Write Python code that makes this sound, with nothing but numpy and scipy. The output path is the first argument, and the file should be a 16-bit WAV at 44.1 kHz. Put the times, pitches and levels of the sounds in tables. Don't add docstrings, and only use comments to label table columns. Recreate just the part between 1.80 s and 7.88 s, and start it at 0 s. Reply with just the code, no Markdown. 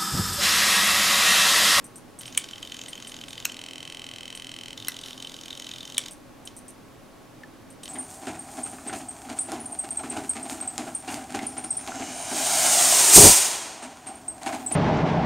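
import sys
import numpy as np
from scipy import signal
from scipy.fft import rfft, irfft
from scipy.io import wavfile
from scipy.ndimage import uniform_filter1d

SR = 44100
rng = np.random.default_rng(int(sys.argv[2]) if len(sys.argv) > 2 else 0)


def to_wav(sig):
    pcm = np.clip(np.atleast_2d(sig), -1, 1) * 32767
    pcm = np.round(pcm).astype(np.int16)
    wavfile.write(sys.argv[1], SR, pcm.T)


N = 268216
WINDUP_SAMPLES = 132

# (start [s], end [s], travel [about -1 outward, 0 at the stop, 1 back],
# relative pulse level [dB], rubbing level [dB], extra push of a command step [dB])
MOVES = [(0.414, 1.608, -1.1, -35, -53.5, 4), (1.804, 2.94, -0.14, -31, -70, 0),
         (2.98, 4.296, 0.93, -33, -54.5, 1.5)]
# (frequency [Hz], width [Hz], gain outward [dB], gain stalled [dB], gain back [dB])
CASE_MODES = [(1550, 156, -14, -16.5, -16), (2007, 175, -10, -9, -12), (2594, 360, -9, -7.5, -12.5),
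              (3085, 125, 4, 5.5, 4), (3660, 220, -5, -24, 1), (3880, 180, -9.5, -4, -5.5),
              (4380, 56, -11, -7, -13), (4764, 68, -8.5, -14, -7.5), (5586, 470, -12, -10.5, -8),
              (6600, 295, -7, -13.5, -4), (7250, 260, -15, -17, -25), (7900, 120, -21, -16, -16),
              (8390, 700, -16, -15, -13), (9320, 270, -19.5, -14.5, -17.5), (9900, 430, -36, -20.5, -20),
              (11520, 500, -25, -31, -21.5), (12600, 540, -24, -27, -21.5), (14800, 1000, -39, -37, -34)]
# (frequency [Hz], width [Hz], gain outward [dB], gain back [dB])
SWITCH_MODES = [
    [(1180, 250, -1, -5), (1800, 80, 7, 4), (2320, 130, 17, 11.5), (3095, 240, 18.5, 12),
     (3350, 190, 10, 17.5), (4550, 240, -7, 1), (5700, 400, -1, 7.5), (6720, 400, 11.5, 6.5),
     (7800, 240, 10, 10), (8130, 160, 20.5, 14.5), (8700, 250, 17, 14), (9560, 340, 19, 13),
     (10900, 280, -11, 7.5), (13540, 390, 5, -3), (15700, 430, 3, -3)],
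    [(1210, 260, 0, -2.5), (1584, 380, 8, 7), (2010, 58, -9, 16), (2690, 220, 21, 7), (3960, 110, 12.5, 11),
     (4280, 110, 10, 9), (5640, 510, 10.5, 8), (6630, 250, 19.5, -3), (7700, 350, 8, 1),
     (8400, 250, 12, 10), (9570, 250, 5, 15), (10720, 310, 8, 11.5), (11970, 260, 11, 14),
     (13650, 370, 6, 9), (14400, 370, 12, 8)],
]


def servo(pulse_db=-3, catch_db=-2.0, follow_db=2.5, uneven_db=3, step_frames=4,
          bite_db=6.5, bite_frames=0.83):
    # (time [s], relative level [dB], pitch rung most [Hz])
    catches = [(0.4564, -33, 3060), (0.7337, -29, 3080), (0.828, -27.5, 2930), (0.9206, -27.5, 3260),
               (.991, -31.5, 6600), (1.0143, -29.5, 6600), (1.1311, -28, 3000), (1.4382, -32.5, 3080),
               (1.578, -29.5, 3200), (1.6968, -30, 3080), (2.9768, -30, 3780), (3.2371, -30.5, 3700),
               (3.448, -29, 3470), (3.7052, -28, 3630), (3.8674, -29.5, 3700), (3.914, -28.5, 3700),
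               (4.0066, -30, 3670), (4.1694, -28, 3800)]
    rests = [.503, .665, .805, 1.108, 1.461, 1.674, 2.954, 3.355]
    same_teeth, out = rattle(0.00328, 5.9), np.zeros(N)
    since_catch, bite_hz = 1, 0
    for s in frame_times():
        since_catch += 1
        travel, db, _, step_db = arm_motion(s)
        turning = np.clip(abs(travel), .08, 1)
        db += pulse_db + step_db * (since_catch % step_frames == 0)
        db += turning * (follow_db * (since_catch == 1) + uneven_db * (2 * rng.random() - 1))
        for at, hard_db, hz in catches:
            if abs(at - s) < .01:
                s, db, bite_hz, since_catch = at, hard_db + catch_db, hz, 0
        impacts = (1 - turning) * same_teeth + turning * rattle(0.00311, 7.05)
        lift_db = bite_db * np.exp(-since_catch / bite_frames)
        pulse = gear_pulse(impacts, np.clip(travel, -1, 1), bite_hz, lift_db)
        if np.min(abs(s - np.array(rests))) > .01:
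            add(out, s - WINDUP_SAMPLES / SR, blow(pulse, db))
    return out


def frame_times():
    # (time [s], frame rate [Hz])
    frame_rate = [(.41, 43.33), (1.737, 42.155), (2.915, 42.155), (4.3, 43.54)]
    s, rate = np.transpose(frame_rate)
    t = np.arange(s[0], s[-1], 1 / SR)
    frames = np.floor(np.cumsum(np.interp(t, s, rate)) / SR - .003)
    return t[1:][np.diff(frames) > 0]


def arm_motion(s):
    moves = np.array(MOVES)
    return [np.interp(s, moves[:, :2].ravel(), np.repeat(column, 2)) for column in moves.T[2:]]


def gear_pulse(impacts, travel, bite_hz, bite_db, bite_width_hz=730,
               windup_db=-9, windup_s=0.0061, vary_db=3):
    swell = np.exp(np.arange(-WINDUP_SAMPLES, 0) / SR / windup_s)
    scrape = rng.standard_normal(WINDUP_SAMPLES) * swell
    slack = .5 + .5 * abs(travel)
    drive = np.r_[slack * amp(windup_db) * scrape / np.linalg.norm(scrape), impacts]
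    modes = []
    for f, width, *levels in CASE_MODES:
        db = np.interp(travel, [-1, 0, 1], levels)
        db += vary_db * travel * rng.standard_normal()
        db += bite_db * np.exp(-((f - bite_hz) / bite_width_hz) ** 2)
        modes.append((f, width, db))
    return ring(drive, modes)


def gear_whirr(grain_db=3, grain_s=0.0018, fade_db_per_s=700):
    # (frequency [Hz], relative density [dB])
    rub_colour = [(500, -9), (1300, -5.5), (2100, -8.5), (3300, 1), (4200, -2.5), (5200, -3.5),
                  (6600, -7.5), (8500, -10), (11000, -11), (16000, -25)]
    # (time [s], half length [s], extra rubbing [dB])
    rail_scrape = (3.28, 0.048, 9.2)
    at, half_length, scrape_db = rail_scrape
    t = np.arange(N) / SR
    _, _, rub_db, _ = arm_motion(t)
    parked_s = np.maximum(MOVES[0][0] - t, 0) + np.maximum(t - MOVES[-1][1], 0)
    db = rub_db + scrape_db * np.exp(-((t - at) / half_length) ** 2) - fade_db_per_s * parked_s
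    grit = unit(uniform_filter1d(rng.standard_normal(N), int(grain_s * SR)))
    rub = rng.standard_normal(N) * amp(grain_db * grit)
    colour = amp(curve(rub_colour, np.fft.rfftfreq(N, 1 / SR)))
    return amp(db) * unit(irfft(rfft(rub) * colour, N))


def twitches(gain_db=-1.5):
    # (time [s], relative level [dB])
    stray_pulses = [(4.6745, -31.5), (6.034, -36), (6.056, -33.5), (6.0787, -34.5)]
    out = np.zeros(N)
    for s, db in stray_pulses:
        jerk = gear_pulse(rattle(0.00345, 6.6), travel=0.73, bite_hz=3900, bite_db=2)
        add(out, s - WINDUP_SAMPLES / SR, blow(jerk, db + gain_db))
    return out


def microswitches(gain_db=-3):
    # (time [s], relative level [dB], switch [0 or 1], stroke [0 outward, 1 back])
    snaps = [(0.416, -37, 1, 1), (0.5753, -9, 0, 0), (1.6526, -14, 1, 0), (3.0834, -16.5, 1, 1),
             (4.1799, -11, 0, 1)]
    out = np.zeros(N)
    for s, db, switch, stroke in snaps:
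        modes = [(f, width, gains[round(stroke)]) for f, width, *gains in SWITCH_MODES[round(switch)]]
        add(out, s, blow(ring(rattle(.0033, 6), modes), db + gain_db))
    return out


def lens_drive(note_db=2.5, knock_db=-2.5, fade_db=11, between_db=-9, jitter_s=2e-5):
    # (time [s], relative level [dB])
    chirps = [(.043, -39.5), (.158, -39.5), (.389, -36), (.462, -41.5), (1.083, -38), (1.273, -38),
              (1.485, -44.5), (2.552, -39), (4.31, -38.5), (4.653, -41), (4.766, -39), (4.882, -39.5),
              (5.904, -46), (6.033, -38.5)]
    step_delays = [0, .004005, .007185, .010365, .01402, .01849, .02309]
    # (frequency [Hz], width [Hz], gain [dB])
    motor_note = [(8560, 420, 0)]
    # (frequency [Hz], width [Hz], gain [dB])
    barrel_modes = [(6070, 300, -3), (7150, 700, -14), (9000, 480, 2), (9730, 600, -4), (10400, 500, -4),
                    (11460, 400, -6), (12800, 780, -14)]
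    notes, barrel = np.zeros((2, N))
    for s, db in chirps:
        steps, knocks = np.zeros((2, SR // 20))
        for delay in step_delays:
            step_s = abs(delay + jitter_s * rng.standard_normal())
            step_db = -fade_db * (delay / step_delays[-1]) ** 2 + rng.standard_normal()
            add(steps, step_s, amp([step_db]))
            at_end = delay in (step_delays[0], step_delays[-1])
            add(knocks, delay, rattle(0.0038, 6.4) * (1 if at_end else amp(between_db)))
        add(notes, s, blow(ring(steps, motor_note), db + note_db))
        add(barrel, s, blow(ring(knocks, barrel_modes), db + knock_db))
    return notes, barrel


def board_nods(rise_s=0.023):
    # (time [s], peak level [dB], frequency [Hz])
    nods = [(0.429, -46.5, 123), (2.975, -48, 111)]
    out, t = np.zeros(N), np.arange(SR // 4) / SR
    swell = t / rise_s * np.exp(1 - t / rise_s)
    for s, db, hz in nods:
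        add(out, s, amp(db) * swell * np.sin(2 * np.pi * hz * t))
    return out


def board_tick():
    # (time [s], level [dB])
    tick = (5.634, -37)
    # (frequency [Hz], width [Hz], gain [dB])
    board_modes = [(1770, 78, 6.5), (2050, 120, -9), (2930, 380, -16), (4000, 760, -22), (5500, 830, -23)]
    s, db = tick
    out = np.zeros(N)
    add(out, s, blow(ring(rattle(0.0043, 4.1), board_modes), db))
    return out


def off_axis(x, modes, knee_db, evenness, dull_hz):
    hz = np.fft.rfftfreq(N, 1 / SR)
    peaks = sum(amp(max(levels)) ** 2 / (1 + ((hz - f) / width) ** 2) ** 2 for f, width, *levels in modes)
    beaming = (1 + peaks / amp(knee_db) ** 2) ** (evenness / 2)
    treble_loss = np.sqrt(1 + (hz / dull_hz) ** 4)
    return irfft(rfft(x) / beaming / treble_loss, N)


def reflections(x, spread=0.019, onset_s=0.0018):
    # (frequency [Hz], time to fall 60 dB [s])
    decay_times = [(500, 0.59), (1500, 0.3), (3500, 0.32), (9000, 0.2), (15000, 0.092)]
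    taps = rng.standard_normal((2, SR // 2)) * (rng.random((2, SR // 2)) < .12)
    hz, t, bands = signal.stft(taps, SR, nperseg=256)
    decay = amp(-60 * t / curve(decay_times, hz)[:, None])
    tail = signal.istft(bands * decay, SR, nperseg=256)[1]
    tail *= np.minimum(np.arange(tail.shape[1]) / SR / onset_s, 1) ** 2
    mid, side = signal.fftconvolve(x[None], tail / np.linalg.norm(tail[0]), axes=1)[:, :N]
    return np.array([mid + spread * side, mid - spread * side])


def room_tone(noise_db=-48.7, whistle_hz=9885, whistle_db=-76, whistle_wander_hz=8.8):
    # (frequency [Hz], relative density [dB])
    room_colour = [(15, -12), (27, -3.5), (50, -9), (80, -9), (115, -4), (195, -5), (265, -1), (400, -7),
                   (650, -9), (1000, -13), (2000, -19.5), (4000, -25), (9000, -29.5), (16000, -36)]
    # (frequency [Hz], left-right correlation [0-1])
    likeness = [(40, 0.3), (100, 0.27), (180, 0.58), (300, 0.51), (700, 0.38), (2000, 0.77), (8000, 0.59)]
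    # (frequency [Hz], level [dB], wander [Hz])
    hums = [(102.6, -71, 1.1), (122, -65.5, 2.38), (259, -59.5, 6.88), (303, -64, 3.13),
            (554.6, -67.5, 0.94), (830.4, -69, 1.12), (1103, -67, 1.1)]
    hz = np.fft.rfftfreq(N, 1 / SR)
    left, other = rfft(rng.standard_normal((2, N)))
    same = np.clip(curve(likeness, hz), 0, 1)
    pair = np.array([left, same * left + np.sqrt(1 - same ** 2) * other])
    out = amp(noise_db) * unit(irfft(pair * amp(curve(room_colour, hz)), N))
    for f, db, wander in hums + [(whistle_hz, whistle_db, whistle_wander_hz)]:
        drift = unit(irfft(rfft(rng.standard_normal(N)) * (hz < 8), N))
        out += amp(db) * unit(np.sin(2 * np.pi * np.cumsum(f + wander * drift) / SR))
    return out


def rattle(length_s, fall_db, size=1024, passes=6):
    t = np.arange(size) / SR
    envelope = amp(-fall_db * (t / length_s) ** 2)
    burst = rng.standard_normal(size)
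    for _ in range(passes):
        spectrum = rfft(burst * envelope)
        burst = irfft(spectrum / (abs(spectrum) + 1e-12))
    return burst


def ring(drive, modes, size=4096):
    hz = np.fft.rfftfreq(size, 1 / SR)
    power = sum(amp(db) ** 2 / (1 + ((hz - f) / (0.56 * width)) ** 2) ** 1.23 for f, width, db in modes)
    log_gain = np.log(power * hz ** 2 / (hz ** 2 + 500 ** 2) + 1e-9) / 2
    phase = -signal.hilbert(np.r_[log_gain, log_gain[-2:0:-1]]).imag[:len(hz)]
    return irfft(rfft(drive, size) * np.exp(log_gain + 1j * phase))


def blow(sound, db):
    return amp(db) * sound * np.sqrt(.003 * SR / np.sum(sound ** 2))


def curve(points, hz):
    f, value = np.transpose(points)
    return np.interp(np.log(hz + 1), np.log(f), value)


def add(mix, s, sound):
    part = mix[round(s * SR):][:len(sound)]
    part += sound[:len(part)]


def amp(db):
    return 10 ** (np.asarray(db) / 20)


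def unit(x):
    return x / np.sqrt(np.mean(x ** 2) + 1e-20)


def scene(servo_wet_db=-7.0, switch_wet_db=-7, note_wet_db=-15, knock_wet_db=-4):
    motor = servo() + twitches()
    snaps = microswitches()
    notes, knocks = lens_drive()
    both_switches = [*SWITCH_MODES[0], *SWITCH_MODES[1]]
    sent = amp(servo_wet_db) * off_axis(motor, CASE_MODES, knee_db=-6.5, evenness=0.75, dull_hz=8050)
    sent += amp(switch_wet_db) * off_axis(snaps, both_switches, knee_db=10.5, evenness=0.86, dull_hz=11100)
    sent += amp(note_wet_db) * notes + amp(knock_wet_db) * knocks
    direct = motor + gear_whirr() + snaps + notes + knocks + board_tick() + board_nods()
    return direct + reflections(sent) + room_tone()


def record(dry, lag_s=4e-6, edge_hz=15900):
    right = irfft(rfft(dry[1]) * np.exp(-2j * np.pi * np.fft.rfftfreq(N, 1 / SR) * lag_s), N)
    pair = np.array([dry[0], right]) * amp([[-.2], [.2]])
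    lowpass = signal.firwin(511, edge_hz, window=("kaiser", 9), fs=SR)
    return signal.oaconvolve(pair, lowpass[None], "same")


dry = scene()
out = record(dry)
to_wav(out)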